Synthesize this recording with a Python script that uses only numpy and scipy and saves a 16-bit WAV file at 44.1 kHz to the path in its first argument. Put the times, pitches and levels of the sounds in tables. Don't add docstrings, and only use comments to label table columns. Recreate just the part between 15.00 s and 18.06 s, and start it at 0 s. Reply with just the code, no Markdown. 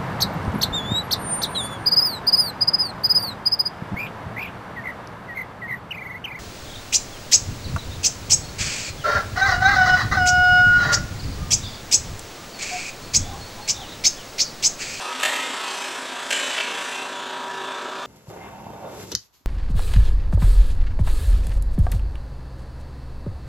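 import sys
import numpy as np
from scipy import signal
from scipy.fft import rfft, irfft
from scipy.io import wavfile
from scipy.ndimage import uniform_filter1d

SR = 44100
rng = np.random.default_rng(int(sys.argv[2]) if len(sys.argv) > 2 else 0)


def wav_out(sig):
    wavfile.write(sys.argv[1], SR, np.round(np.clip(np.atleast_2d(sig).T, -1, 1) * 32767).astype(np.int16))


def makeup_ratio(level_db):
    decades = np.asarray(level_db, float) / 20
    return 10 ** decades


N = 134946
TURN_HZ = 48.15
FLUTTER_HZ, FLUTTER_TURN = 28.93, -.13


def shaft_hum():
    # (time [s], rotation [Hz], level [dB])
    shaft = [(0, 47.87, -47), (.7, 48, -41), (1.0, 48.2, -46.5), (1.2, 48.05, -41), (1.5, 48.27, -45),
             (1.7, 48.24, -40), (1.9, 48.12, -42), (2.0, 48, -40), (2.4, 48.12, -38), (2.7, 48.14, -38),
             (3.06, 48.24, -39)]
    # (shaft multiple [1], level [dB])
    gears = [(3, -21), (4, -19), (5, -15), (8, -4), (9, -13), (12, -9), (13, -12), (15, -13), (16, -9),
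             (18, -13), (19, -12), (20, 1.5), (22, -8), (23, -9), (24, -8), (25, -11), (26, -10), (27, -11),
             (28, -7), (30, -14), (32, -14), (33, -6), (35, -11), (36, -9)]
    waver_db, wobble = 1.6, .001
    count = len(gears)
    drift = slow(.18, size=2 * count + 1)
    turns = np.cumsum(curve(shaft, column=1) * (1 + wobble * drift[-1])) / SR
    hum = 0
    for (order, db), waver, slip in zip(gears, drift[:count], drift[count:]):
        phase = 2 * np.pi * (order * turns + .15 * slip + rng.random())
        hum = hum + makeup_ratio(db + waver_db * waver) * np.sin(phase)
    return makeup_ratio(curve(shaft, column=2) + 1.5) * hum


def air_rush():
    # (frequency [Hz], spectral density [dB per Hz])
    air_spectrum = [(30, -51), (120, -51.5), (255, -11.5), (330, -1.5), (1000, 0), (1750, -1), (2100, -18),
                    (6000, -65.5)]
    # (frequency [Hz], spectral density [dB per Hz])
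    jet_spectrum = [(1000, -34), (2200, -4.5), (3600, 1.5), (4600, -9.5), (8300, -17.5), (9200, -46),
                    (12000, -37), (15700, -48)]
    air = colour(geared(rng.standard_normal(N)), air_spectrum)
    jet = colour(geared(rng.standard_normal(N)), jet_spectrum)
    air = patchy(air, patchy_db=1.0, streak_db=2.0)
    jet = patchy(jet, patchy_db=0.9, streak_db=1.7) * ripple(hz=173.4, depth=0.11)
    return makeup_ratio(-35.5) * air + makeup_ratio(-38.5) * jet


def geared(x, repeat=.15):
    again = repeat * np.exp(-2j * np.pi * np.fft.rfftfreq(N, 1 / SR) / TURN_HZ)
    return irfft(rfft(x) * np.sqrt(1 - repeat ** 2) / (1 - again), N)


def ripple(hz, depth):
    speed = hz * (1 + 0.014 * slow(0.16, size=1)[0])
    return 1 + depth * np.cos(2 * np.pi * np.cumsum(speed) / SR)


def shell_modes():
    # (frequency [Hz], bandwidth [Hz], level [dB])
    modes = [(147.6, 11, -22), (205, 9, -6.5), (261.9, 10, 6.5), (382, 9, -15), (607, 82, -2.5),
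             (990, 32, 1), (1560, 98, -5)]
    return makeup_ratio(-42.5) * evened(ring(rng.standard_normal(N), modes, widen=0.74))


def wheel_motor():
    # (time [s], frequency [Hz], level [dB])
    motor = [
        (2.15, 3430, -62),
        (2.3, 3400, -58),
        (2.5, 3436, -69),
        (2.75, 3483, -56),
        (2.9, 3530, -64),
        (3.06, 3555, -61),
    ]
    speed = curve(motor, column=1) + 15 * rng.standard_normal(N)
    db = curve([(1.9, 0, -88)] + motor, column=2)
    return makeup_ratio(db + 16.0 + 2.3 * slow(.18, size=1)[0]) * np.sin(2 * np.pi * np.cumsum(speed) / SR)


def servos():
    # (time [s], level [dB])
    effort = [(0, -37.5), (.1, -38), (.2, -37.5), (.5, -40), (.6, -37.5), (.7, -34.5), (.83, -37),
              (1.0, -39.5), (1.14, -40), (1.26, -39.5), (1.5, -36.5), (1.66, -40.5), (1.8, -36.5),
              (2.0, -40.5), (2.15, -46), (2.4, -48), (3.06, -48.5)]
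    # (frequency [Hz], spectral density [dB per Hz])
    grind_spectrum = [(250, -38.5), (700, -2), (1400, 2.5), (3400, -0.5), (4800, -4), (8200, -7),
                      (10000, -17), (12500, -25.5), (15700, -36.5)]
    # (frequency [Hz], bandwidth [Hz], level [dB])
    poses = [
        [(2610, 47, 17), (3500, 210, -16), (3800, 30, 3), (8160, 32, 10)],
        [(4500, 49, -12), (6000, 150, -17), (7050, 34, 9), (7540, 32, 13.5), (8800, 15, -46), (9940, 47, 5)],
        [(5960, 46, 8), (6590, 67, 2.5), (6600, 33, -17), (8160, 25, -1), (9500, 50, 2)],
    ]
    pose_times = [.1, .55, 1.2, 1.5]
    pose_levels = [-9, -8.5, -6]
    grit_share = 0.37
    drive = grit_share * evened(grit(per_s=2500, spread_db=2.5, size=N))
    drive = drive + (1 - grit_share) * rng.standard_normal(N)
    drive = drive * ripple(hz=248, depth=0.15)
    pose = np.interp(np.arange(N) / SR, pose_times, [0.64, 0.65, 1.2, 1.47])
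    housing = 0
    for k, (modes, db) in enumerate(zip(poses, pose_levels)):
        nearness = np.sqrt(np.clip(1 - abs(pose - k), 0, 1))
        housing = housing + nearness * makeup_ratio(db) * evened(ring(drive, modes, widen=1.6))
    grind = patchy(colour(drive, grind_spectrum), patchy_db=2.0, streak_db=2.2)
    return makeup_ratio(curve(effort, column=1)) * (makeup_ratio(4.5) * grind + housing)


def songs():
    # (start [s], length [s], frequency [Hz], level [dB])
    tones = [(0.025, 0.15, 1260, -40.5), (0.31, 0.2, 1281, -40), (0.26, 0.38, 2100, -43.5),
             (0.63, 0.11, 3160, -43), (0.6, 0.35, 2520, -45), (0.554, 0.13, 1300, -42.5),
             (0.652, 0.24, 6100, -50.5), (.88, 0.46, 11000, -73), (1.5, 0.45, 2800, -50),
             (1.82, 0.27, 2500, -46), (1.9, 0.18, 2700, -41), (1.255, .2, 1810, -46),
             (2.716, .34, 1300, -45), (2.85, .2, 1400, -47.5), (2.1, 0.24, 7000, -58),
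             (2.408, 0.31, 1740, -47)]
    rough_hz = 11.9
    t, out = np.arange(N) / SR, 0
    for (start, length, hz, db), drift in zip(tones, slow(.03, size=len(tones))):
        swell = np.sqrt(np.sin(np.pi * np.clip((t - start) / length, 0, 1)) + 1e-9)
        phase = 2 * np.pi * np.cumsum(hz + rough_hz * drift[::-1]) / SR
        out = out + makeup_ratio(db + 7.5 + 0.91 * drift) * swell * np.sin(phase)
    return out


def knocks():
    # (time [s], peak level [dB], rattle length [s], part struck [index])
    impacts = [(0.198, -20, 0.0051, 0), (0.2059, -19.5, 0.011, 0), (0.222, -8, 0.0024, 0),
               (0.229, -16.5, 0.018, 0), (0.238, -23.5, 0.0055, 0), (0.339, -26, 0.008, 0),
               (.82, -27.5, 0.0064, 1), (1.3034, -19, 0.023, 1), (1.309, -18.5, 0.0058, 1),
               (1.36, -29, 0.0083, 1), (1.545, -22, 0.011, 2), (1.559, -21, 0.0073, 2),
               (1.578, -16, 0.0097, 2), (1.586, -18, .004, 2), (1.7045, -26, 0.0026, 2)]
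    # (frequency [Hz], bandwidth [Hz], level [dB])
    part_modes = [
        [(614, 83, 0.5), (1280, 220, -0.5), (1825, 170, 0), (1935, 130, 0.5), (2680, 130, -0.5),
         (3220, 210, -15), (4800, 92, -26), (6200, 37, -16), (7670, 1500, -13)],
        [(614, 84, -5), (1610, 85, 3), (1832, 91, 0.5), (2810, 60, -3), (2982, 38, 0.5), (3220, 35, -0.5),
         (3676, 130, -1), (7500, 500, -10)],
        [(640, 59, -8), (1340, 150, -16), (2330, 54, -6), (2627, 110, 0), (3006, 100, 3), (3376, 80, -14)],
    ]
    # (frequency [Hz], spectral density [dB per Hz])
    crack_spectra = [
        [(400, -27.5), (600, -0.5), (1300, -2), (3200, 1.5), (5200, -13), (8000, -4), (9500, -24.5),
         (15700, -34)],
        [(200, -42), (620, -1.5), (1100, -22.5), (1700, -8.5), (3400, -0.5), (4500, -14.5), (7800, -8.5),
         (15700, -50)],
        [(200, -36), (700, -13), (2000, -6.5), (2700, -1), (3700, -12), (4600, -18.5), (9000, -27),
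         (15700, -51)],
    ]
    ring_levels = [-2.5, -5, -4.5]
    wet_levels = [2.5, 4.5, 1.3]
    rise_s = .004
    t, out = np.arange(N) / SR, np.zeros(N)
    ticks = evened(grit(per_s=5000, spread_db=1.0, size=N)) + 0.68 * rng.standard_normal(N)
    for part in range(len(part_modes)):
        envelope = np.zeros(N)
        for start, db, length, struck in impacts:
            if round(struck) == part:
                rise = np.clip((t - start) / rise_s, 0, 1)
                envelope += makeup_ratio(db) * rise * np.exp(-(np.maximum(t - start, 0) / length) ** 4)
        force = envelope * ticks
        crack = colour(force, crack_spectra[part])
        rung = ring(force, part_modes[part], widen=0.31)
        crack = crack / np.linalg.norm(crack)
        rung = makeup_ratio(ring_levels[part]) * rung / np.linalg.norm(rung)
        direct = 0.5 * np.linalg.norm(force) * (crack + rung)
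        out += direct + makeup_ratio(wet_levels[part]) * signal.fftconvolve(direct, room())[:N]
    return out


def clicks():
    # (time [s], peak level [dB], frequency [Hz])
    snaps = [
        (0.21, -31, 10700),
        (0.2329, -28, 10800),
        (0.2464, -32, 11400),
        (0.3424, -31, 12200),
        (0.611, -40, 12500),
        (0.81, -36, 11900),
        (1.3054, -29, 10900),
    ]
    decay_s, width_hz = .002, 2400
    t, noise = np.arange(N) / SR, rng.standard_normal(N)
    direct = 0
    for start, db, hz in snaps:
        burst = noise * (t > start) * np.exp(-np.maximum(t - start, 0) / decay_s)
        direct = direct + ring(burst, [(hz, width_hz, db + 5.5)])
    return direct + makeup_ratio(3.5) * signal.fftconvolve(direct, room())[:N]


def room():
    # (frequency [Hz], time to fall 60 dB [s])
    decay = [(400, 1.5), (1500, 1.55), (3500, 1.9), (8000, 1.6), (14000, 0.66)]
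    hz, t, z = signal.stft(rng.standard_normal(2 * SR), SR, nperseg=256)
    tail = signal.istft(z * makeup_ratio(-60 * t / read(decay, hz)[:, None]), SR, nperseg=256)[1]
    onset = np.minimum(np.arange(len(tail)) / SR / 0.0061, 1)
    return tail * onset / np.linalg.norm(tail)


def microphone_hiss():
    # (frequency [Hz], spectral density [dB per Hz])
    hiss_spectrum = [(5000, -16), (9000, -5), (12300, 0), (15700, -3)]
    return makeup_ratio(-65) * evened(colour(rng.standard_normal(N), hiss_spectrum))


def slowed(x):
    # (time [s], jump back [s])
    known_jumps = [
        (.246, .018),
        (.35, .0185),
        (1.318, .0164),
        (1.595, .0215),
    ]
    shortest_s, longest_s, on_turn_share = .0155, .027, .3
    fade_in, hold_to, fade_out = .36, .5, .12
    out, step = x.copy(), SR / FLUTTER_HZ
    turn = np.arange(round((fade_in / 2 + hold_to + fade_out) * step)) / step
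    fade = np.minimum(turn / fade_in, (turn[-1] - turn) / fade_out)
    again = np.clip(fade, 0, 1) * np.pi / 2
    count = int(N / step)
    luck = rng.random((count + 1, 2))
    free_jump = shortest_s + (longest_s - shortest_s) * luck[:, 1]
    jump = np.where(luck[:, 0] < on_turn_share, 1 / TURN_HZ, free_jump)
    for s, back in known_jumps:
        jump[round(s * FLUTTER_HZ + FLUTTER_TURN)] = back
    for k in range(1, count + 1):
        at = round((k - FLUTTER_TURN - fade_in / 2) * step) + np.arange(len(turn))
        inside = at < N
        earlier = out[(at - round(jump[k] * SR)) % N]
        blend = np.cos(again) * out[at % N] + np.sin(again) * earlier
        out[at[inside]] = blend[inside]
    return out


def evened(x):
    return x / np.sqrt(np.mean(x ** 2) + 1e-20)


def read(points, hz):
    f, value = np.transpose(points)
    return np.interp(np.log(hz + 1), np.log(f + 1), value)


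def curve(rows, column):
    rows = np.array(rows)
    return np.interp(np.arange(N) / SR, rows[:, 0], rows[:, column])


def colour(x, points):
    gain = np.log(makeup_ratio(read(points, abs(np.fft.fftfreq(4096, 1 / SR)))))
    taps = np.fft.ifft(np.exp(gain - 1j * signal.hilbert(gain).imag)).real[:2048]
    return signal.oaconvolve(x, taps)[:len(x)]


def ring(x, peaks, widen=1.):
    out = 0
    for hz, width, db in peaks:
        b, a = signal.iirpeak(hz, hz / max(widen * width, 5), SR)
        out = out + makeup_ratio(db) * signal.lfilter(b, a, x)
    return out


def slow(seconds, size):
    step = rng.standard_normal((size, N // 256 + 2))
    step = uniform_filter1d(step, max(int(seconds * SR / 256), 1))
    step = uniform_filter1d(step, 3)
    return np.array([np.interp(np.arange(N) / 256, np.arange(len(s)), evened(s)) for s in step])


def patchy(x, patchy_db, streak_db):
    z = signal.stft(x, nperseg=2048, noverlap=1536)[2]
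    a, b = rng.standard_normal((2, *z.shape))
    patch = uniform_filter1d(uniform_filter1d(a, size=14, axis=1), size=16, axis=0)
    streak = uniform_filter1d(uniform_filter1d(b, size=20, axis=1), size=14, axis=1)
    gain = makeup_ratio(patchy_db * evened(patch) + streak_db * evened(streak))
    return evened(signal.istft(z * gain, nperseg=2048, noverlap=1536)[1][:N])


def grit(per_s, spread_db, size):
    u = rng.random((size, 3))
    height = makeup_ratio(spread_db * np.minimum(-np.log(u[:, 2] + 1e-9), 5))
    return (u[:, 0] < per_s / SR) * np.sign(u[:, 1] - .5) * height


def scene():
    tones = shaft_hum() + wheel_motor() + shell_modes() + songs()
    noises = air_rush() + servos() + knocks() + clicks() + microphone_hiss()
    mix = tones + slowed(noises)
    return np.array([mix, mix])


def band_limit(x):
    return signal.sosfilt(signal.butter(12, 15760, fs=SR, output="sos"), x)


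def record(dry):
    low_hz, edge_hz, dip_db, sharpness = 45, 15650, -2.9, 1.8
    band = signal.sosfilt(signal.butter(2, low_hz, "high", fs=SR, output="sos"), dry)
    lowpass = signal.firwin(511, edge_hz, window=("kaiser", 9), fs=SR)
    band = signal.oaconvolve(band, lowpass[None], "same")
    turn = 2 * np.pi * (FLUTTER_HZ * np.arange(N) / SR + FLUTTER_TURN)
    dip = ((1 + np.cos(turn)) / 2) ** sharpness
    return band_limit(band * makeup_ratio(dip_db * dip))


dry = scene()
out = record(dry)
wav_out(out)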